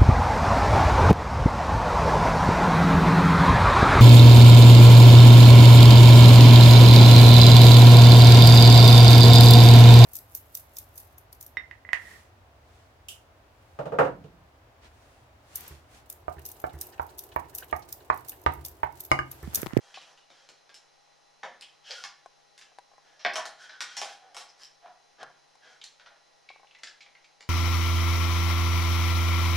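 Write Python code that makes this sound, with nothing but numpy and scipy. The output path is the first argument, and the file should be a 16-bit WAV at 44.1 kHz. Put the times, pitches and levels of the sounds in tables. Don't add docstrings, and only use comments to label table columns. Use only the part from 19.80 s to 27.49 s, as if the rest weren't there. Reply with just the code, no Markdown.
import sys
import numpy as np
from scipy import signal
from scipy.fft import rfft, irfft, next_fast_len
from scipy.io import wavfile
from scipy.ndimage import uniform_filter1d

SR = 44100
rng = np.random.default_rng(int(sys.argv[2]) if len(sys.argv) > 2 else 0)


def master_out(mix):
    frames = np.transpose(np.atleast_2d(mix))
    ceiling = np.clip(frames, -1, 1)
    pcm = np.round(ceiling * 32767).astype(np.int16)
    wavfile.write(sys.argv[1], SR, pcm)


N = 339129
LEAD_S = .005

WOOD_BANDS_HZ = [130, 450, 1150, 2500, 4500, 7000, 13000]


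def amp(db):
    return 10 ** (np.asarray(db) / 20)


def unit(x):
    return x / np.sqrt(np.sum(x ** 2) + 1e-20)


def read(points, hz):
    freqs, values = np.transpose(points)
    return np.interp(np.log(hz + 1), np.log(freqs), values)


def seconds(length):
    return np.arange(int(length * SR)) / SR


def colour(x, points):
    size = next_fast_len(x.shape[-1] + 512)
    gain = amp(read(points, np.fft.rfftfreq(size, 1 / SR)))
    return irfft(rfft(x, size) * gain, size)[..., :x.shape[-1]]


def add(mix, start_s, pair):
    part = mix[:, max(round(start_s * SR), 0):][:, :pair.shape[1]]
    part += pair[:, :part.shape[1]]


def ring(modes, tick_db, spread_s):
    t = seconds(1 / 4)
    tap = sum(amp(db) * unit(amp(-60 * t / t60) * np.cos(2 * np.pi * hz * t)) for hz, db, t60 in modes)
    tap[0] += amp(tick_db)
    lag = 4 * np.pi * spread_s * np.sqrt(1000 * np.fft.rfftfreq(len(t), 1 / SR))
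    tap = irfft(rfft(tap) * np.exp(-1j * lag), len(t))
    return signal.lfilter(*signal.butter(4, 165, "high", fs=SR), tap)


def room(wet_db, early_db=-1, early_s=0.016, build_s=0.0044):
    # frequency in Hz, time to fall 60 dB in seconds.
    decay = [(150, 0.67), (660, 0.35), (1740, 0.43), (4600, 0.34), (9000, 0.29), (14000, 0.18)]
    # frequency in Hz, side gain in dB.
    width = [(100, 12), (200, -20), (370, -8), (700, -18), (1300, -12.5), (2300, -14.5), (4200, -15),
             (7800, -1), (13000, 3.5)]
    t = seconds(1 / 2)
    mid_noise, side_noise, early_noise = rng.standard_normal((3, len(t)))
    arrivals = rng.random(len(t)) < 900 / SR
    onset = 1 - np.exp(-(t / build_s) ** 2)
    early_fade = np.exp(-t / early_s)
    reflections = unit(early_noise * arrivals * onset * early_fade)
    hz, frame_s, spectra = signal.stft(np.array([mid_noise, side_noise]), SR, nperseg=256)
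    spectra *= amp(-60 * frame_s / read(decay, hz)[:, None])
    mid_tail, side_tail = signal.istft(spectra, SR, nperseg=256)[1][:, :len(t)] * onset
    mid = amp(wet_db) * (unit(mid_tail) + amp(early_db) * reflections)
    side = np.linalg.norm(mid) * colour(unit(side_tail * (1 + early_fade)), width)
    mid[0] += 1
    return np.array([mid, side])


def excite(force, body, note_hz, lift_db, wet_db):
    sound = signal.fftconvolve(force, body)
    note = signal.lfilter(*signal.iirpeak(note_hz, Q=13, fs=SR), sound)
    sound += (amp(lift_db) - 1) * note
    return signal.fftconvolve(sound[None], room(wet_db), axes=1)


def band_levels(edges, tone, level_db, weight_db, contact_s, note_hz, lift_db):
    hz = np.sqrt(np.multiply(edges[:-1], edges[1:]))
    bass_db = weight_db / (1 + (hz / 1310) ** 5)
    dull_db = 10 * np.log10(1 + (hz * contact_s) ** 7.4)
    note_db = 0.55 * lift_db * np.exp(-(np.log2(hz / note_hz) / 0.48) ** 2)
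    return level_db + read(tone, hz) + bass_db - dull_db + note_db


def voice(pair, edges, levels_db, start_s, length_s, size=16384):
    part = pair[0, int(start_s * SR):][:int(length_s * SR)]
    hz = np.fft.rfftfreq(size, 1 / SR)
    power = 2 * abs(rfft(part, size)) ** 2 / (size * len(part))
    gains = [(np.sqrt(lo * hi), db - 10 * np.log10(power[(hz > lo) & (hz < hi)].sum() + 1e-20))
             for db, lo, hi in zip(levels_db, edges, edges[1:])]
    return colour(np.pad(pair, ((0, 0), (round(LEAD_S * SR), 0))), gains)


def grit(size, per_s, spread_db):
    slips = (rng.random(size) < per_s / SR) * rng.choice([-1, 1], size)
    return slips * amp(spread_db * np.minimum(rng.exponential(1, size), 4))


def blows(rows, edges, tone, body, wet_db, chatter_db, crush_s, lift_db):
    out, t = np.zeros((2, N)), seconds(1 / 8)
    for start_s, level_db, weight_db, contact_s, chatter_s, note_hz in rows:
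        contact = unit(rng.standard_normal(len(t)) * (t + crush_s / 10) * np.exp(-t / crush_s))
        chatter = grit(len(t), per_s=3700, spread_db=3) * np.exp(-t / chatter_s)
        heard = excite(contact + amp(chatter_db) * chatter, body, note_hz, lift_db, wet_db)
        levels_db = band_levels(edges, tone, level_db, weight_db, contact_s, note_hz, lift_db)
        add(out, start_s - LEAD_S, voice(heard, edges, levels_db, start_s=0, length_s=.022))
    return out


def camera_hiss(level_db=-65.5):
    # frequency in Hz, relative level in dB.
    tone = [(20, 10.5), (60, -18), (110, -13.5), (150, -25), (190, -14.5), (300, -9.5), (500, -2),
            (800, 0.5), (1100, -3), (1600, -6), (3000, -7.5), (6300, -8), (7300, -20.5), (14000, -23)]
    # frequency in Hz, side gain in dB.
    width = [(60, -50), (110, 14.5), (170, 11), (370, 0.5), (680, 1.5), (1250, -2), (2300, -5),
             (4230, -7.5), (7760, -2), (14000, 8.5)]
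    mid, side = colour(rng.standard_normal((2, N)), tone)
    return amp(level_db) * np.array([mid, colour(side, width)]) / mid.std()


def motor_whine(waver_hz=4, swell_db=2):
    # frequency in Hz, rms level in dB, side relative to mid in dB.
    tones = [(814, -76.5, 0.5), (1928, -80, -41), (4048, -75, -28), (4940, -96, -9), (4980, -80.5, -25),
             (5450, -80, -36), (6450, -84, -31)]
    out = np.zeros((2, N))
    for hz, db, side_db in tones:
        drift = uniform_filter1d(rng.standard_normal(N), size=2000)
        turns = np.cumsum(hz + waver_hz * np.sqrt(hz / 4000) * drift / drift.std()) / SR
        swell = np.interp(np.arange(N), np.linspace(0, N, 400), rng.standard_normal(400))
        peaks = np.sqrt(2) * amp([[db], [db + side_db]])
        out += peaks * amp(swell_db * swell) * np.sin(2 * np.pi * turns)
    return out


def motor_hum(hz=150, mid_db=-88, side_db=-80, flutter=.3):
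    shake = signal.lfilter(*signal.butter(2, 12, fs=SR), rng.standard_normal((2, N)))
    swell = 1 + flutter * shake / shake.std()
    phase = 2 * np.pi * hz * np.arange(N) / SR + [[0], [np.pi / 2]]
    return np.sqrt(2) * amp([[mid_db], [side_db]]) * swell * np.sin(phase)


def scrapes_and_lid_ring():
    # peak, rise and fall in seconds,
    # level and weight in dB, contact of one slip in seconds, note in Hz, note lift in dB.
    swells = [(.06, 0.093, 0.27, -66.5, 2.5, 0.00011, 980, 6),
              (.29, .05, .035, -74.5, 10, .0001, 1030, 14.5),
              (.55, 0.031, 0.13, -68.5, -1.5, 0.00014, 533, 15),
              (1.636, .003, 0.0074, -43, -3, 0.00046, 536, 13),
              (1.665, 0.016, 0.047, -76, 17, 0.00016, 528, 26),
              (2.085, .026, 0.066, -53.5, -12, .00015, 2960, 10),
              (2.105, .012, .022, -62, 11, 0.0002, 519, 27),
              (2.165, 0.032, 0.063, -56.5, -6, 0.00011, 1445, 15.5),
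              (3.29, 0.047, 0.056, -73, 7, 0.00014, 1710, 6.5),
              (3.83, 0.029, 0.025, -58.5, -3, 0.00012, 1520, 14.5),
              (3.92, 0.039, 0.038, -61.5, -7, 0.00018, 1510, 20),
              (4.11, 0.045, 0.24, -56, -14, 0.00015, 1510, 8.5),
              (4.285, 0.024, 0.049, -61.5, 0, .00006, 760, 15),
              (4.43, 0.019, 0.063, -68, 7, 0.00034, 717, 15),
              (4.595, 0.016, 0.017, -54.5, -8.5, 0.000058, 733, 16.5),
              (4.695, .0094, 0.0053, -74, 9, .00005, 5300, 26),
              (4.82, 0.021, 0.0074, -63, 1, 0.00006, 5000, 9),
              (5.056, 0.019, 0.0049, -64, 5.5, 0.00036, 692, 24),
              (5.415, 0.017, 0.0043, -58.5, 11, 0.00019, 1630, 7),
              (5.85, 0.019, .032, -63.5, 4, 0.00019, 1640, 7),
              (5.9, .02, 0.05, -67.5, 3.5, .00014, 1490, 9.5), (6.3, 0.044, 0.04, -59, -9, 0.0006, 620, 17)]
    # frequency in Hz, level in dB, time to fall 60 dB in seconds.
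    modes = [(499, -1.5, 0.069), (726, 5.5, 0.021), (797, -3, 0.19), (1394, 3.5, 0.016), (1670, 8, 0.011),
             (3200, 8.5, 0.02), (5200, -45, 0.035)]
    # frequency in Hz, band level offset in dB.
    tone = [(240, -21.5), (720, -4), (1700, 0), (3350, 0), (5600, 2), (9500, -8)]
    lid = ring(modes, tick_db=22, spread_s=0.00194)
    out = np.zeros((2, N))
    for peak_s, rise_s, fall_s, level_db, weight_db, contact_s, note_hz, lift_db in swells:
        run_up_s = min(2.5 * rise_s, peak_s)
        t = seconds(1 / 3) - run_up_s
        swell = np.exp(-(t / np.where(t < 0, rise_s, fall_s)) ** 2 / 2)
        slips = swell * grit(len(t), per_s=6200, spread_db=2)
        heard = excite(slips, lid, note_hz, lift_db, wet_db=-1.5)
        levels_db = band_levels(WOOD_BANDS_HZ, tone, level_db, weight_db, contact_s, note_hz, lift_db)
        voiced = voice(heard, WOOD_BANDS_HZ, levels_db, run_up_s / 2, run_up_s / 2 + fall_s)
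        add(out, peak_s - run_up_s - LEAD_S, voiced)
    return out


def claw_taps():
    # start in seconds, level and weight in dB, contact and chatter in seconds,
    # note in Hz.
    taps = [(.142, -50, -13, 0.00021, 0.0073, 2510), (.16, -56, -9, 0.00019, 0.0086, 4100),
            (.215, -62, 0.5, 0.00015, 0.012, 2700), (.375, -65.5, -4, 0.00016, 0.0059, 2860),
            (.502, -62, 2.5, 0.00019, 0.0065, 1050), (.689, -60.5, 3.5, 0.00013, .002, 3970),
            (.893, -61, -3, 0.0002, 0.0088, 1600), (.942, -59.5, -10, 0.00011, .0077, 5400),
            (1.8105, -58.5, -16, 0.000072, 0.00052, 5100), (1.822, -53.5, -14, 0.00022, .007, 3120),
            (2.778, -58.5, -15, 0.00012, 0.0073, 1630), (2.812, -57.5, -13, 0.00016, .016, 1660)]
    # frequency in Hz, level in dB, time to fall 60 dB in seconds.
    modes = [(635, -8, 0.0045), (1690, 4, 0.011), (2930, 9, 0.04), (4820, -9, 0.045), (7040, 17, 0.013)]
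    # frequency in Hz, band level offset in dB.
    tone = [(240, -14.5), (720, -2.5), (1700, -3), (3350, 1), (5600, 1), (9500, -1)]
    parquet = ring(modes, tick_db=37, spread_s=0.000793)
    return blows(taps, WOOD_BANDS_HZ, tone, parquet,
                 wet_db=-0.5, chatter_db=-8.5, crush_s=0.0008, lift_db=9.5)


def case_ticks(edge_boost_db=4, bounce_s=0.0061, bounce_db=-11, side_db=-14):
    # start in seconds, level in dB, noisy edge against the ring in dB before boost.
    ticks = [(0.174, -32, -31), (2.46, -33.5, -19.5), (2.919, -51, -24), (2.986, -32.5, -12.5),
             (3.116, -48, -24), (3.136, -47, -22), (3.181, -44, -22), (5.43, -28.5, -11),
             (5.502, -43.5, -24), (5.754, -48.5, -8), (6.703, -36.5, -28), (6.76, -42, -31),
             (6.797, -47.5, -21), (6.832, -44, -28), (6.846, -45, -28)]
    # frequency in Hz, relative level in dB, time to fall 60 dB in seconds.
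    modes = [(550, -63, 0.0043), (794, 41, 0.025), (1051, 32, 0.056), (1560, 27.5, 0.025)]
    out, t = np.zeros((2, N)), seconds(1 / 20)
    edge_band = signal.butter(2, [1200, 6500], "band", fs=SR)
    for start_s, level_db, edge_db in ticks:
        plastic = sum(amp(db - 60 * t / t60) * np.sin(2 * np.pi * hz * rng.normal(1, .035) * t)
                      for hz, db, t60 in modes)
        edge = signal.lfilter(*edge_band, rng.standard_normal(len(t))) * np.exp(-t / 0.0032)
        tick = plastic / abs(plastic).max() + amp(edge_db + edge_boost_db) * edge
        pair = amp(level_db) * np.array([tick, amp(side_db) * tick])
        add(out, start_s, pair)
        add(out, start_s + bounce_s * rng.normal(1, 0.11), amp(bounce_db) * pair)
    return signal.lfilter(*signal.butter(3, 430, "high", fs=SR), out)


def box_knocks():
    # start in seconds, level and weight in dB, contact and chatter in seconds,
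    # note in Hz.
    knocks = [(1.63, -44, -10, 0.00046, 0.0019, 1370), (1.633, -49, 7, 0.0002, 0.0022, 532),
              (2.107, -44.5, -19, .00016, 0.0081, 4600), (2.238, -44, -7.5, 0.00014, 0.0047, 1160),
              (3.393, -58, -6, 0.0002, 0.041, 5740), (3.448, -26.5, -2.5, .00032, 0.0039, 1107),
              (3.535, -51, 5, .00006, .0056, 5400), (3.556, -37.5, -2, 0.00012, .013, 732),
              (3.58, -35, -7, 0.00047, 0.0024, 1080), (3.654, -47.5, 1, 0.000089, 0.0078, 713),
              (3.894, -54, -5, 0.00021, 0.0036, 1660), (4.005, -39.5, -9.5, 0.00012, .012, 1464),
              (4.167, -43, -6, 0.000064, 0.015, 5470), (4.214, -41.5, 0.5, 0.00011, 0.0049, 780),
              (4.245, -52, 0, 0.00007, 0.0068, 700), (4.545, -55.5, -1, .00006, 0.0073, 720),
              (4.566, -48.5, -3.5, 0.000054, 0.004, 750), (4.833, -57.5, -25, 0.000041, 0.0025, 5200),
              (5.059, -61.5, 9, 0.0003, 0.0028, 690), (5.428, -49.5, -6.5, 0.00061, 0.0019, 1500),
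              (6.196, -61, -5, 0.0002, .008, 1520), (6.26, -57, -6, 0.00023, 0.0059, 1450)]
    # frequency in Hz, level in dB, time to fall 60 dB in seconds.
    modes = [(162, -2, .2), (235, -8, .13), (380, -8, .1), (535, 0, .14), (638, 5, .14), (712, 5, .22),
             (805, 3, .18), (982, 1, .12), (1122, -5, .1), (1400, -1, .09), (1752, 2, .12), (1900, -3, .08),
             (2172, -3, .07), (3200, -5, .06), (5340, -5, .06)]
    # frequency in Hz, band level offset in dB.
    tone = [(240, -25), (720, -0.5), (1700, 0), (3350, -0.5), (5600, 2.5), (9500, -7.5)]
    box = ring(modes, tick_db=26.5, spread_s=0.001933)
    return blows(knocks, WOOD_BANDS_HZ, tone, box, wet_db=0, chatter_db=-15, crush_s=0.00063, lift_db=8.5)


def treat_crunches():
    # start in seconds, level and weight in dB, contact and crumbling in seconds,
    # note in Hz.
    bites = [(6.014, -55.5, -7, 0.0002, .0006, 3210), (6.039, -54.5, -3, 0.000052, 0.0024, 4150),
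             (6.688, -49, -32, 0.0003, 0.0017, 2230), (6.87, -66.5, -9, 0.00026, .0008, 2730),
             (6.91, -62, -10, 0.00027, 0.0013, 2680), (6.948, -56, -16, 0.00029, .0062, 2110),
             (6.986, -66.5, 1, .00015, .001, 2060), (7.033, -47.5, 2.5, 0.00014, 0.0027, 1780),
             (7.071, -51, -6, .00017, 0.009, 1720), (7.206, -55.5, -18, 0.0002, 0.02, 2320),
             (7.262, -61.5, 5, 0.0003, 0.00064, 2280), (7.35, -58, -5, 0.00032, 0.0013, 2130),
             (7.443, -64, -7, 0.00019, .0014, 2200), (7.606, -59, 7.5, 0.00013, 0.0017, 2090),
             (7.625, -69.5, 18, 0.00011, 0.0024, 4440)]
    # frequency in Hz, level in dB, time to fall 60 dB in seconds.
    modes = [(2196, -23, 0.06), (2880, -8.5, 0.034), (3690, -23, 0.015), (4660, 8, 0.016),
             (7230, 24, 0.0037)]
    # frequency in Hz, band level offset in dB.
    tone = [(230, -29), (775, -10.5), (2000, -5.5), (3500, 0), (5600, 2), (9500, -5.5)]
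    edges = [130, 400, 1500, 2700, 4500, 7000, 13000]
    jaw = ring(modes, tick_db=32, spread_s=0.000932)
    return blows(bites, edges, tone, jaw, wet_db=-3, chatter_db=-14.5, crush_s=0.0023, lift_db=14)


def scene():
    dog = box_knocks() + claw_taps() + treat_crunches() + scrapes_and_lid_ring()
    camera = case_ticks() + camera_hiss() + motor_whine() + motor_hum()
    mid, side = dog + camera
    return np.array([mid + side, mid - side])


def record(dry):
    heard = colour(dry, [(30, -10), (90, 0), (10500, 0), (12000, -10), (14500, -25)])
    band_limit = signal.firwin(255, 14600, window=("kaiser", 9), fs=SR)
    return signal.oaconvolve(heard, band_limit[None], "same")


dry = scene()
out = record(dry)
master_out(out)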